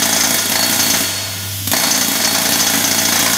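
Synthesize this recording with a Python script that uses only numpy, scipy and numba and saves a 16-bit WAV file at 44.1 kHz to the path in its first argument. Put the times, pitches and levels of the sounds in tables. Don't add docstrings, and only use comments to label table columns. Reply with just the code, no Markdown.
import sys
import numpy as np
from scipy import signal
from scipy.fft import rfft, irfft
from scipy.io import wavfile
from scipy.ndimage import uniform_filter1d
from numba import njit

SR = 44100
rng = np.random.default_rng(int(sys.argv[2]) if len(sys.argv) > 2 else 0)


def dump(signal):
    limited = np.clip(np.atleast_2d(signal).T, -1, 1)
    pcm = np.round(limited * 32767).astype(np.int16)
    wavfile.write(sys.argv[1], SR, pcm)


N = 148617
T = np.arange(N) / SR


def undb(db):
    return 10 ** (np.asarray(db) / 20)


def level(x, db):
    return x * undb(db) / np.sqrt(np.mean(x ** 2))


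def noise():
    return rng.standard_normal(N)


def walk(rate):
    hold = int(SR / rate)
    steps = np.repeat(noise()[:N // hold + 1], hold)
    return level(uniform_filter1d(steps, hold)[:N], 0)


def conv(x, response):
    return irfft(rfft(x) * rfft(response, N), N)


def colour(x, points):
    hz, db = np.array(points).T
    size = 4096
    f = np.maximum(np.fft.rfftfreq(size, 1 / SR), 1)
    gain = undb(np.interp(np.log(f), np.log(hz), db))
    cepstrum = irfft(np.log(gain))
    cepstrum[1:size // 2] *= 2
    cepstrum[size // 2 + 1:] = 0
    return conv(x, irfft(np.exp(rfft(cepstrum))))


def taps(events):
    s, db = np.array(events).T
    return np.bincount(np.abs(s * SR).astype(int), undb(db), N)[:N]


def swell(hits, rise_s, fall_s):
    shape = (1 - np.exp(-T / rise_s)) * np.exp(-T / fall_s)
    return np.sqrt(np.abs(conv(hits ** 2, shape ** 2)))


def ring(x, hz, width_hz):
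    return conv(x, np.exp(-np.pi * width_hz * T) * np.sin(2 * np.pi * hz * T))


# (first blow [s], last blow [s], rate [blows/s], blow level [dB], exhaust level [dB])
STROKE_RUNS = [(0.019, 0.343, 27.2, 2.5, 1), (0.387, 0.42, 25, -10, -10.5), (0.518, 0.628, 27.1, 2, -2),
               (0.661, 0.791, 29.8, -4.5, 0.5), (0.829, 1.005, 28.6, -4.5, 0.5),
               (1.732, 1.798, 27.4, 7, 4.5), (1.834, 2.151, 27.5, 3, 4), (2.202, 2.488, 28.8, 2, 1.5),
               (2.52, 2.664, 28, 2, 0.5), (2.696, 2.774, 26, -1.5, 3.5), (2.805, 3.121, 28.6, 0.5, -1),
               (3.156, 3.368, 29.2, 0, -0.5)]
JITTER_S, SCATTER_DB = .0008, 2
VENT_DELAY_S = 0.00076
RETURN_SHARE, RETURN_DB = 0.521, -4.5


def strokes():
    blows, vents = [], []
    for first, last, rate, blow_db, air_db in STROKE_RUNS:
        count = int(round((last - first) * rate)) + 1
        for s in np.linspace(first, last, count):
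            c = rng.standard_normal(5)
            s = s + JITTER_S * c[0]
            back = s + RETURN_SHARE / rate + JITTER_S * c[3]
            blows.append((s, blow_db + SCATTER_DB * c[1]))
            vents.append((s + VENT_DELAY_S, air_db + SCATTER_DB * c[2]))
            vents.append((back, air_db + RETURN_DB + SCATTER_DB * c[4]))
    return taps(blows), taps(vents)


# (frequency [Hz], relative gain [dB])
KNOCK_COLOUR = [(40, -40), (300, -15), (420, -3), (540, -10.5), (660, -1), (1150, -8), (1600, 0),
                (2200, 0.5), (2800, -29.5), (4500, -3.5), (8000, -7.5), (15500, -21)]
KNOCK_DB, KNOCK_FALL_S = -24, 0.0072
KNOCK_SAME = 0.35


def knock(blows):
    alike = conv(blows, noise() * np.exp(-T / KNOCK_FALL_S))
    fresh = noise() * swell(blows, 0.00073, KNOCK_FALL_S)
    crack = KNOCK_SAME * level(alike, 0) + level(fresh, 0)
    return level(colour(crack, KNOCK_COLOUR), KNOCK_DB)


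# (frequency [Hz], bandwidth [Hz], relative level [dB])
THUD_MODES = [(398, 156, -4), (644, 60, -1), (813, 90, 0), (1040, 85, -9)]
THUD_DB = -29


def thud(blows):
    push = np.diff(blows, prepend=0)
    total = 0
    for k, (hz, width_hz, db) in enumerate(THUD_MODES):
        total = total + (-1) ** k * level(ring(push, hz, width_hz), db)
    return level(total, THUD_DB)


# (time [s], clang of the bit [dB], clank of the steel [dB])
SQUARE_HITS = [(0.024, 6, 6), (0.126, 0.5, 7.5), (0.165, 3, -12), (0.205, 7.5, 7), (.239, 4, 9),
               (0.382, 3, 3), (0.515, -5, 3), (0.555, -7, 8), (0.626, -0.5, 5), (0.726, -1, 0.5),
               (.794, 4, 2.5), (.900, 5.5, -12), (0.939, -0.5, 10.5), (1.733, -10, 13), (1.763, 4, 7),
               (1.798, -0.5, 6), (1.833, 3.5, 12.5), (1.874, -7, 9), (1.909, 9.5, -14), (1.946, 7, 9),
               (2.01, 8, 11.5), (2.152, -2, 10.5), (2.210, 2, 1), (2.244, 7.5, 11), (2.346, 1, 11.5),
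               (2.455, 0, 9.5), (2.528, 3, 1), (2.602, 7, 6), (2.667, 5, 5), (2.738, -7, 9), (2.840, 3, -3),
               (2.91, 4.5, 0), (2.982, 2.5, -4), (3.051, 2.5, -4.5), (3.122, -4, 9), (3.159, 0, 6),
               (3.196, 1, 6), (3.261, -3, 10.5), (3.331, 1.5, -8)]


def square_hits():
    clangs = taps([(s, db) for s, db, _ in SQUARE_HITS])
    clanks = taps([(s, db) for s, _, db in SQUARE_HITS])
    return clangs, clanks


# (frequency [Hz], relative gain [dB])
CLANK_COLOUR = [(40, -20), (300, -13), (600, -1), (1250, -3), (1550, -0.5), (2200, -1), (2800, -12),
                (4500, -3.5), (15500, -29.5)]
CLANK_DB, CLANK_RISE_S, CLANK_FALL_S = -25, 0.0029, 0.018


def clank(hits):
    shake = noise() * swell(hits, CLANK_RISE_S, CLANK_FALL_S)
    return level(colour(shake, CLANK_COLOUR), CLANK_DB)


# (frequency [Hz], bandwidth [Hz], relative level [dB])
BIT_MODES = [(1670, 170, -20.5), (3430, 100, -6.5), (5290, 740, 9.5), (5900, 720, 5), (6187, 150, 12.5),
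             (6550, 110, -14)]
BIT_DB, BIT_RISE_S, BIT_FALL_S = -20.5, 0.0038, 0.014


def bit(clangs):
    chatter = noise() * swell(clangs, BIT_RISE_S, BIT_FALL_S)
    modes = [level(ring(chatter, hz, width_hz), db) for hz, width_hz, db in BIT_MODES]
    return level(sum(modes), BIT_DB)


# (time [s], level [dB])
AIR_SPURTS = [(.342, 4), (.456, 3.5), (.496, 3.5), (1.673, -6), (1.715, 6)]
# (frequency [Hz], relative gain [dB])
PUFF_COLOUR = [(30, -57), (80, -47), (125, -13.5), (165, -8.5), (220, -1), (280, 2), (330, -10),
               (500, -14.5), (1500, -27.5)]
# (frequency [Hz], relative gain [dB])
JET_COLOUR = [(40, -81), (200, 8), (600, -1.5), (1100, 1), (2000, 1), (3500, 6), (4200, -0.5), (7000, 5),
              (9500, 1), (11500, 6.5), (15500, 3)]
PUFF_DB, PUFF_FALL_S = -25, 0.0088
JET_DB, JET_FALL_S = -20, 0.0097


def exhaust(vents):
    spurts = taps(AIR_SPURTS)
    push = conv(vents + 0.55 * spurts, np.exp(-T / .0006))
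    rush = noise() * swell(vents, .001, PUFF_FALL_S)
    puff = level(push, 0) + 1.2 * level(rush, 0)
    jet = noise() * swell(vents + spurts, .0004, JET_FALL_S)
    return level(colour(puff, PUFF_COLOUR), PUFF_DB), level(colour(jet, JET_COLOUR), JET_DB)


FLUTTER_DB = 3


def wavering_tone(hz, waver_hz):
    phase = 2 * np.pi * np.cumsum(hz + waver_hz * walk(70)) / SR
    return np.sin(phase) * undb(FLUTTER_DB * walk(110))


# (frequency [Hz], relative level [dB])
STEEL_MODES = [(650, -6.5), (1020, -7.5), (1438, -4), (1790, -9), (2200, -9.5), (3304, -6.5), (3365, -2.5),
               (3245, -9), (3400, -6), (3656, -6), (3790, -7), (4910, -6), (5080, -6), (5330, -18),
               (5688, -32), (5956, -23), (6300, -10), (6624, 1.5), (8550, -7), (8950, -1), (10670, -0.5)]
STEEL_DB, STEEL_T60_S = -26, 0.87
STEEL_WAVER = 0.00346


def steelwork(blows):
    modes = sum(undb(db) * wavering_tone(hz, STEEL_WAVER * hz) for hz, db in STEEL_MODES)
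    return level(modes * swell(blows, 0.0015, STEEL_T60_S / np.log(1000)), STEEL_DB)


# (time [s], level [dB])
PIN_RING_LEVEL = [(0, -7), (.3, -11), (.42, 1), (.53, -3), (.62, 6), (.75, -4), (.85, 4), (1.0, -2),
                  (1.18, 8), (1.5, 8), (1.75, -1.5), (1.93, 3.5), (2.12, -4), (2.26, 3), (2.4, -2.5),
                  (2.6, 2.5), (2.75, -8), (2.95, -2.5), (3.15, -6), (3.37, -28)]
PIN_HZ, PIN_WAVER_HZ, PIN_DB, PIN_T60_S = 4410, 8.4, -25.5, 1.03
PIN_KICK, PIN_KICK_S = 1.7, 0.004


def pin_note(blows):
    long_ring = swell(blows, 0.0016, PIN_T60_S / np.log(1000))
    kick = PIN_KICK * swell(blows, 0.0022, PIN_KICK_S)
    s, db = np.array(PIN_RING_LEVEL).T
    struck = (long_ring + kick) * undb(np.interp(T, s, db))
    return level(wavering_tone(PIN_HZ, PIN_WAVER_HZ) * struck, PIN_DB)


ROOM_LOW_T60_S = 1.53
ROOM_DAMP_HZ = 14000
ROOM_GAP_S = .012


def workshop(x):
    f = np.fft.rfftfreq(N, 1 / SR)
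    spectrum, tail = rfft(noise()), 0
    edges = [0, 500, 1500, 3000, 6000, 10000, 22050]
    for lo, hi in zip(edges, edges[1:]):
        t60 = ROOM_LOW_T60_S / (1 + ((lo + hi) / 2 / ROOM_DAMP_HZ) ** 2)
        band = irfft(spectrum * (f >= lo) * (f < hi), N)
        tail = tail + band * np.exp(-np.log(1000) * T / t60)
    tail = tail * (T > ROOM_GAP_S)
    return conv(x, tail / np.sqrt(np.sum(tail ** 2)))


# (frequency [Hz], relative gain [dB])
LEAK_COLOUR = [(25, -45), (70, -4), (170, 7), (300, 3), (500, -47), (1100, -15), (1900, -8), (2600, -5),
               (3400, 3.5), (4100, -4), (5000, -0.5), (6500, 0.5), (8500, -6), (11000, -0.5), (15500, -2.5)]
LEAK_DB = -32.5
HUM_HZ, HUM_DB, OVERTONE_DB = 98.8, -36.5, -21


def background():
    leak = colour(noise(), LEAK_COLOUR) * undb(.5 * walk(8.1))
    phase = 2 * np.pi * HUM_HZ * T
    hum = np.sin(phase) + undb(OVERTONE_DB) * np.sin(2 * phase)
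    return level(leak, LEAK_DB) + level(hum, HUM_DB)


KNOCK_ROOM_DB, BIT_ROOM_DB, JET_ROOM_DB, PUFF_ROOM_DB, STEEL_ROOM_DB = -6, -7, 0.5, -16, 0.5


def scene():
    blows, vents = strokes()
    clangs, clanks = square_hits()
    knocks = knock(blows) + thud(blows) + clank(clanks)
    puff, jet = exhaust(vents)
    layers = [(knocks, KNOCK_ROOM_DB), (bit(clangs), BIT_ROOM_DB), (jet, JET_ROOM_DB),
              (puff, PUFF_ROOM_DB), (steelwork(blows), STEEL_ROOM_DB)]
    direct = sum(x for x, _ in layers) + pin_note(blows)
    echo = workshop(sum(undb(db) * x for x, db in layers))
    return (direct + echo + background())[None]


@njit
def follow(power, start, attack, release):
    out, e = np.empty(len(power)), start
    for i in range(len(power)):
        e += (power[i] - e) * (attack if power[i] > e else release)
        out[i] = e
    return out


AGC_DB, AGC_MAX_DB, OUT_DB = -13.5, 6, 3.5
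AGC_ATTACK_S, AGC_RELEASE_S, AGC_AHEAD_S = 0.0047, 0.23, 0.0024
TOP_HZ = 15550


def record(dry):
    power = np.roll(uniform_filter1d(dry[0] ** 2, size=128), -int(AGC_AHEAD_S * SR))
    target = float(undb(AGC_DB) ** 2)
    held = follow(power, 3.86 * target, 1 / (AGC_ATTACK_S * SR), 1 / (AGC_RELEASE_S * SR))
    gain = np.minimum(np.sqrt(target / held), undb(AGC_MAX_DB)) * undb(OUT_DB)
    top_cut = signal.ellip(10, .2, 80, TOP_HZ, fs=SR, output="sos")
    return signal.sosfilt(top_cut, np.tanh(dry * gain))


dry = scene()
out = record(dry)
dump(out)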